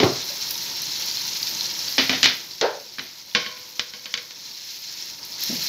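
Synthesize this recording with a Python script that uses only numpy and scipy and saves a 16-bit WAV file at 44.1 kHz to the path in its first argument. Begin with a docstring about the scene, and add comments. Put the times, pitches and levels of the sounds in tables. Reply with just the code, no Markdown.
"""A sharp clack and a dull bump sound over the bright sizzle of a steel saucepan in a small kitchen.
The sizzle is tiny steam bubbles collapsing; larger ones pop, droplets spit and a gas flame rushes below.
Nearby, dishes are set down and a metal pot is tapped, ringing faintly, among a few hollow bumps.
Sizzle and flame sink around the loudest clatter and come back near the end, where the boil flares up."""
import sys
import numpy as np
from scipy import signal
from scipy.fft import rfft, irfft, next_fast_len
from scipy.io import wavfile

SR = 44100
rng = np.random.default_rng(int(sys.argv[2]) if len(sys.argv) > 2 else 0)


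def output_pcm(signal):
    """Save a mono or channel-first signal as 16-bit PCM at the path in sys.argv[1].

    Samples are clipped to [-1, 1] before scaling.
    """
    pcm = np.clip(np.atleast_2d(signal).T, -1, 1) * 32767
    wavfile.write(sys.argv[1], SR, np.round(pcm).astype(np.int16))


N = 250488
TIME = np.arange(N) / SR

# The kitchen's echo. Each row: frequency in Hz, t60 (the seconds a sound takes to fade by 60 dB).
ROOM = [(100, 0.14), (500, 0.51), (2000, 0.58), (4000, 0.3), (8000, 0.43)]
WAVERS_PER_S = 9   # how quickly the levels of sizzle and spray wander


def from_db(db):
    """Turn decibels into a gain to multiply by."""
    return 10 ** (np.asarray(db) / 20)


def rms_one(x):
    """Scale a signal so that its average strength (rms) is 1."""
    return x / np.sqrt(np.mean(x ** 2) + 1e-20)


def at_hz(points, hz):
    """Read between the rows of a frequency table, with octaves evenly spaced."""
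    row_hz, value = np.transpose(points)
    return np.interp(np.log(np.maximum(hz, 1)), np.log(row_hz), value)


def colour(x, spectrum):
    """Give a sound the tone of a table of Hz and dB; white noise keeps its power."""
    size = 2 * next_fast_len(len(x))
    gain = rms_one(from_db(at_hz(spectrum, np.linspace(0, SR / 2, size // 2 + 1))))
    cepstrum = irfft(np.log(gain))[:size // 2]
    cepstrum[1:] *= 2   # minimum phase: nothing sounds ahead of a click
    return irfft(rfft(x, size) * np.exp(rfft(cepstrum, size)))[:len(x)]


def band(x, low_hz, high_hz):
    """Keep the sound between two frequencies."""
    edges = np.clip([low_hz, high_hz], [10, 20], [.44 * SR, .45 * SR])
    return signal.sosfilt(signal.butter(2, edges, "band", fs=SR, output="sos"), x)


def ring(clicks, hz, t60):
    """Each click starts a fading tone as strong as the click."""
    decay = np.exp(-np.log(1000) / (t60 * SR))
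    angle = 2 * np.pi * hz / SR
    return signal.lfilter([0, np.sin(angle)], [1, -2 * decay * np.cos(angle), decay ** 2], clicks + 1e-18)


def fade(t60):
    """A one-second curve that drops 60 dB every t60 seconds."""
    return np.exp(-np.log(1000) * TIME[:SR] / t60)


def ping(hz, t60):
    """One second of a fading pure tone."""
    return np.sin(2 * np.pi * hz * TIME[:SR]) * fade(t60)


def burst(hz, width_hz, envelope):
    """A puff of noise around a pitch, with the shape and energy of the envelope."""
    top_hz = width_hz / 2 + np.hypot(hz, width_hz / 2)
    sound = band(rng.standard_normal(SR + 2000), top_hz - width_hz, top_hz)[2000:] * envelope
    return sound * np.linalg.norm(envelope) / np.linalg.norm(sound)


def add(track, start_s, sound):
    """Mix a sound into the track at a given time."""
    start = max(round(start_s * SR), 0)
    track[start:start + len(sound)] += sound[:N - start]


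def clicks_at(times, db):
    """Single clicks at given times and levels."""
    out = np.zeros(N)
    out[np.clip(np.round(times * SR).astype(int), 0, N - 1)] = from_db(db)
    return out


def drift(per_s):
    """A randomly wandering curve, typically about 1 away from zero."""
    knots = rng.standard_normal(4096)
    return rms_one(np.interp(TIME * per_s, np.arange(len(knots)), knots))


def grains(per_s, spread_db, clump_db):
    """Random clicks of uneven size, louder and softer in clumps."""
    sizes = from_db(spread_db * np.minimum(rng.exponential(1, N), 5)) * rng.choice([-1, 1], N)
    happens = rng.random(N) < per_s / SR
    return rms_one(sizes * happens * from_db(clump_db * drift(70)))


def room_tail():
    """One second of echo: noise in which each octave fades at its own speed."""
    edges = 40 * 2. ** np.arange(10)
    return sum(band(rng.standard_normal(SR), low, high) * fade(at_hz(ROOM, np.sqrt(low * high)))
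               for low, high in zip(edges, edges[1:]))


TAIL = room_tail()


def in_kitchen(x, echo_db):
    """The direct sound plus its reflections from the walls."""
    return x + from_db(echo_db) * signal.fftconvolve(x, TAIL / np.linalg.norm(TAIL))[:N]


def dip(start_s=2.05, fall_s=0.64, depth_db=10.5, return_s=4.836, return_db_per_s=11.5):
    """The level change in dB shared by pan and flame: it falls, stays low, then climbs back."""
    fallen = depth_db * np.clip((TIME - start_s) / fall_s, 0, 1)
    regained = return_db_per_s * np.maximum(TIME - return_s, 0)
    return np.minimum(regained - fallen, 0)


def flame(dip_db, base_db=-44.5, flutter_db=0.8):
    """Swirling, burning gas makes a low rush, coloured by the pan above it."""
    # The tone of the rush. Each row: frequency in Hz, relative level in dB.
    rush_tone = [(25, -16), (50, -5.5), (85, -0.5), (160, 5.5), (250, 0.5), (350, 4.5), (430, -2),
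                 (560, 0.5), (680, -4), (820, -0.5), (930, 6.5), (1050, -1.5), (1500, -4), (3000, -14.5)]
    level_db = base_db + dip_db - flutter_db * drift(25)
    return from_db(level_db) * colour(rng.standard_normal(N), rush_tone)


def bumps_and_plop(swell_s=0.0047, boom_width=0.32, boom_t60=0.35):
    """Hollow bumps, and one soft plop at 0.3 s: a few short tones, with the room booming around each."""
    # Bumps and plop. Each row: start in seconds, level in dB, pitch in Hz, relative boom level in dB.
    events = [(0.001, -6.5, 426, -24), (0.029, -1, 394, -10.5), (0.031, -12, 302, -8),
              (0.033, -10, 123.5, -10.5), (0.300, -32, 565, -8), (2.615, -9.5, 482, -3.5),
              (2.64, -23, 516, 7), (5.493, -28, 210, 1), (5.525, -17, 252, -21), (5.545, -30.5, 158, -1.5)]
    # The tones of a hollow sound. Each row: multiple of its pitch, relative level in dB, t60 in seconds.
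    hollow_tones = [(1, -5, 0.11), (1.62, -10.5, 0.035), (3, -14, 0.0076)]
    out = np.zeros(N)
    swell = 1 - np.exp(-TIME[:SR] / swell_s)
    for start_s, db, pitch, boom_db in events:
        for multiple, tone_db, t60 in hollow_tones:
            hz = pitch * multiple
            tone = band(ping(hz, t60), hz / 2, hz * 2)
            boom = from_db(boom_db) * burst(hz, boom_width * hz, swell * fade(boom_t60))
            add(out, start_s, from_db(db + tone_db) * (tone + boom))
    return out


def push(clatter_db, tick_hz, glance_db_per_octave, square_hit_hz=2580):
    """How hard a hit moves a thing, in dB: a tick brighter than a square hit's is a glancing blow."""
    return clatter_db - glance_db_per_octave * np.log2(np.maximum(tick_hz / square_hit_hz, 1))


def knocks(hits, tones, glance_db_per_octave, ring_db, ring_echo_db, tick_t60,
           rattle_db, rattle_t60, tail_db, worktop_hz, worktop_db, worktop_t60):
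    """Each hit gives a tick, an echoing rattle and a woody thump; the object and the worktop ring."""
    # The tone of the rattle. Each row: frequency in Hz, relative level in dB.
    rattle_tone = [(100, -23), (400, -29), (800, -26), (1300, -4.5), (2100, 4), (2700, 0), (3600, 4.5),
                   (5000, 2.5), (6000, -4.5), (7000, -21.5), (8500, -39), (16000, -47)]
    ticks, body = np.zeros(N), np.zeros(N)
    for start_s, tick_db, hz, clatter_db, thump_db in hits:
        tick = burst(hz, width_hz=hz, envelope=fade(tick_t60))
        add(ticks, start_s, from_db(tick_db - 6.5) * tick)
        dying = from_db(rattle_db) * fade(rattle_t60) + from_db(tail_db) * fade(at_hz(ROOM, hz))
        rattle = colour(rng.standard_normal(SR), rattle_tone) * dying
        add(body, start_s, from_db(clatter_db) * rattle)
        thump = burst(hz=247, width_hz=900, envelope=fade(0.32))
        add(body, start_s, from_db(thump_db) * band(thump, 85, 1800))
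    soft_ticks = signal.sosfilt(signal.butter(8, 6400, fs=SR, output="sos"), ticks + 1e-18)

    times, _, tick_pitches, clatter_levels, thump_levels = np.transpose(hits)
    push_db = push(clatter_levels, tick_pitches, glance_db_per_octave) + ring_db
    ringing = np.zeros(N)
    for k, (hz, db, t60) in enumerate(tones):
        strikes = clicks_at(times, push_db + db + rng.normal(0, 2, len(times)))
        ringing += (-1) ** k * ring(strikes, hz, t60)   # every other tone starts the opposite way
    worktop = ring(clicks_at(times, thump_levels + worktop_db), worktop_hz, worktop_t60)
    worktop = band(worktop, worktop_hz / 2, worktop_hz * 2)
    return soft_ticks + body + worktop + in_kitchen(band(ringing, 200, 5700), ring_echo_db)


def crockery():
    """Dishes land on the worktop, clack and ring briefly."""
    # The landings. Each row: start in seconds, tick in dB, tick pitch in Hz, clatter in dB, thump in dB.
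    landings = [(0.001, -6.5, 3990, -19, -21), (0.033, -6.5, 3700, -24, -21),
                (1.981, -19, 3350, -12.5, -23.5), (2.095, -4, 2830, -18.5, -27.5),
                (2.130, -15, 3200, -22.5, -32.5), (2.230, 3, 4020, -14, -31),
                (2.242, 1.5, 4500, -11.5, -48), (2.258, 3, 3260, -18.5, -31.5),
                (2.612, -4.5, 5200, -20.5, -38), (2.984, -19.5, 2230, -32, -41.5),
                (2.994, -13, 2020, -44, -51)]
    # The tones of a dish. Each row: pitch in Hz, relative level in dB, t60 in seconds.
    dish_tones = [(1750, -1, 0.15), (2000, 0, 0.12), (1964, 1, 0.19), (1980, -6, .15), (2360, -28, .14),
                  (2446, 6, 0.19), (2980, 0.5, 0.19), (3010, 11, 0.082), (3870, -7, .22), (4110, 1.5, 0.32),
                  (4370, -10.5, 0.119), (5000, -4, 0.11)]
    return knocks(landings, dish_tones, glance_db_per_octave=12, ring_db=-10.5, ring_echo_db=-11,
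                  tick_t60=0.018, rattle_db=-5.5, rattle_t60=0.022, tail_db=-2.5,
                  worktop_hz=263.9, worktop_db=2, worktop_t60=0.26)


def pot_taps(glance_db_per_octave=16, thump_offset_db=-13):
    """A metal pot is tapped and rings; the squarer the hit, the more it thumps."""
    # The taps. Each row: start in seconds, tick in dB, tick pitch in Hz, clatter in dB.
    taps = [(3.3495, 1, 2690, -17.5), (3.463, -17, 2700, -33.5), (3.568, -36, 2820, -43),
            (3.795, 0, 3970, -26), (3.936, -28, 2270, -41), (4.057, -15.5, 3450, -35),
            (4.140, -3, 4330, -26.5), (4.175, -15, 3770, -32.5), (4.308, -19.5, 4220, -43.5)]
    # The tones of the pot. Each row: pitch in Hz, relative level in dB, t60 in seconds.
    pot_tones = [(489.3, -2.5, 0.26), (503, -23, 2.2), (506, -35, 0.25), (625, -12, 0.34),
                 (1008, -12.5, 0.75), (1068, -5, 0.24), (1100, -2.5, 0.19), (1476, -1, 0.17),
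                 (1600, 0, 0.096), (2213, 5, 0.061), (2400, 3, 0.09), (3070, 5.5, 0.088), (3530, -16, 0.13),
                 (4390, 2, 0.083), (5400, -14, .15), (5330, -8, 0.15)]
    hits = []
    for start_s, tick_db, hz, clatter_db in taps:
        thump_db = push(clatter_db, hz, glance_db_per_octave) + thump_offset_db
        hits.append((start_s, tick_db, hz, clatter_db, thump_db))
    return knocks(hits, pot_tones, glance_db_per_octave, ring_db=-6, ring_echo_db=-4,
                  tick_t60=0.009, rattle_db=2.5, rattle_t60=0.05, tail_db=-4.5,
                  worktop_hz=214, worktop_db=6.5, worktop_t60=0.12)


def spray(boil_db, dip_db, base_db=-42.5, boil_share=0.69, waver_db=0.7):
    """The finest bubbles crackle very high; now and then a droplet spits on hot steel."""
    # Droplets hitting the pan's hot wall. Each row: start in seconds, level in dB.
    spits = [(0.508, -14.5), (0.8193, -21), (5.251, -29), (5.407, -25), (5.436, -16.5)]
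    # The tone of the spray. Each row: frequency in Hz, relative level in dB.
    spray_tone = [(6000, -15), (9000, -13.5), (10500, -0.5), (12000, 3.5), (13400, 9.5), (15600, 1)]
    level_db = base_db + dip_db + boil_share * boil_db + waver_db * drift(WAVERS_PER_S)
    crackle = from_db(level_db) * grains(per_s=4400, spread_db=4.0, clump_db=2.2)
    for start_s, db in spits:
        add(crackle, start_s, from_db(db) * rng.standard_normal(SR) * fade(t60=0.011))
    return in_kitchen(colour(crackle, spray_tone), echo_db=-3.5)


def pops(simmer_db, loud_boost_db=1.5, small_per_s=13, small_db=-20.5, small_hz=5000, t60=0.013):
    """Larger bubbles snap with a brief ping: a few loud ones, and random small ones as the pan simmers."""
    # The loudest bubbles. Each row: start in seconds, level in dB before the boost, pitch in Hz.
    loud_pops = [(1.1129, -15, 4660), (1.1712, -14, 4300), (1.4296, -11, 4680), (1.6092, -13, 4170),
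                 (5.0245, -21, 5470)]
    out = np.zeros(N)
    for start_s, db, hz in loud_pops:
        add(out, start_s, from_db(db + loud_boost_db) * ping(hz, t60))
    scatter_db = 1.5 * rng.standard_normal(N)
    scatter_octaves = 0.2 * rng.standard_normal(N)
    for i in np.flatnonzero(rng.random(N) < small_per_s / SR):
        db = small_db + simmer_db[i] + scatter_db[i]
        add(out, TIME[i], from_db(db) * ping(small_hz * 2 ** scatter_octaves[i], t60))
    return in_kitchen(band(out, 2000, 7500), echo_db=-8)


def sizzle(simmer_db, base_db=-31, waver_db=0.6, ring_cycles=22, pitch_count=28):
    """Steam bubbles collapse on the pan's floor, each ringing briefly at one of many pitches."""
    # The tone of the sizzle. Each row: frequency in Hz, relative level in dB.
    sizzle_tone = [(900, -30), (1400, -19), (2300, -10.5), (3300, -8.5), (4200, 0.5), (4900, -1),
                   (5600, 0.5), (6700, -8), (7600, -18.5), (8800, -37), (11000, -5.5), (16000, -55)]
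    collapses = grains(per_s=9000, spread_db=1.0, clump_db=1.5)
    pitch_choice = rng.integers(0, pitch_count, N)
    fizz = np.zeros(N)
    for k, hz in enumerate(np.geomspace(1200, 8500, pitch_count)):
        bubbles = ring(collapses * (pitch_choice == k), hz, t60=ring_cycles / hz)
        fizz += np.sqrt(hz) * rms_one(bubbles)
    level_db = base_db + simmer_db + waver_db * drift(WAVERS_PER_S)
    return from_db(level_db) * rms_one(in_kitchen(colour(fizz, sizzle_tone), echo_db=-7))


def scene():
    """Pan, flame and kitchenware mixed into one channel."""
    # How hard the water boils. Each row: time in seconds, level change in dB.
    boil = [(0.2, 0.5), (1.9, 2.5), (2.9, 0), (4.4, 1), (4.75, 6), (5.1, 3.5), (5.19, -1), (5.38, 0.5),
            (5.43, 7.5), (5.65, 6)]
    boil_db = np.interp(TIME, *np.transpose(boil))
    dip_db = dip()
    simmer_db = boil_db + dip_db
    pan = sizzle(simmer_db) + pops(simmer_db) + spray(boil_db, dip_db)
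    return (pan + flame(dip_db) + crockery() + pot_taps() + bumps_and_plop())[None]


def record(dry):
    """The microphone drops the bass below 50 Hz, rounds the peaks and cuts the treble above 15600 Hz."""
    thinned = signal.sosfilt(signal.butter(2, 50, "high", fs=SR, output="sos"), dry)
    rounded = 1.4 * np.tanh(thinned / 1.4)
    return signal.sosfilt(signal.ellip(12, .1, 80, 15600, fs=SR, output="sos"), rounded)


dry = scene()
out = record(dry)
output_pcm(out)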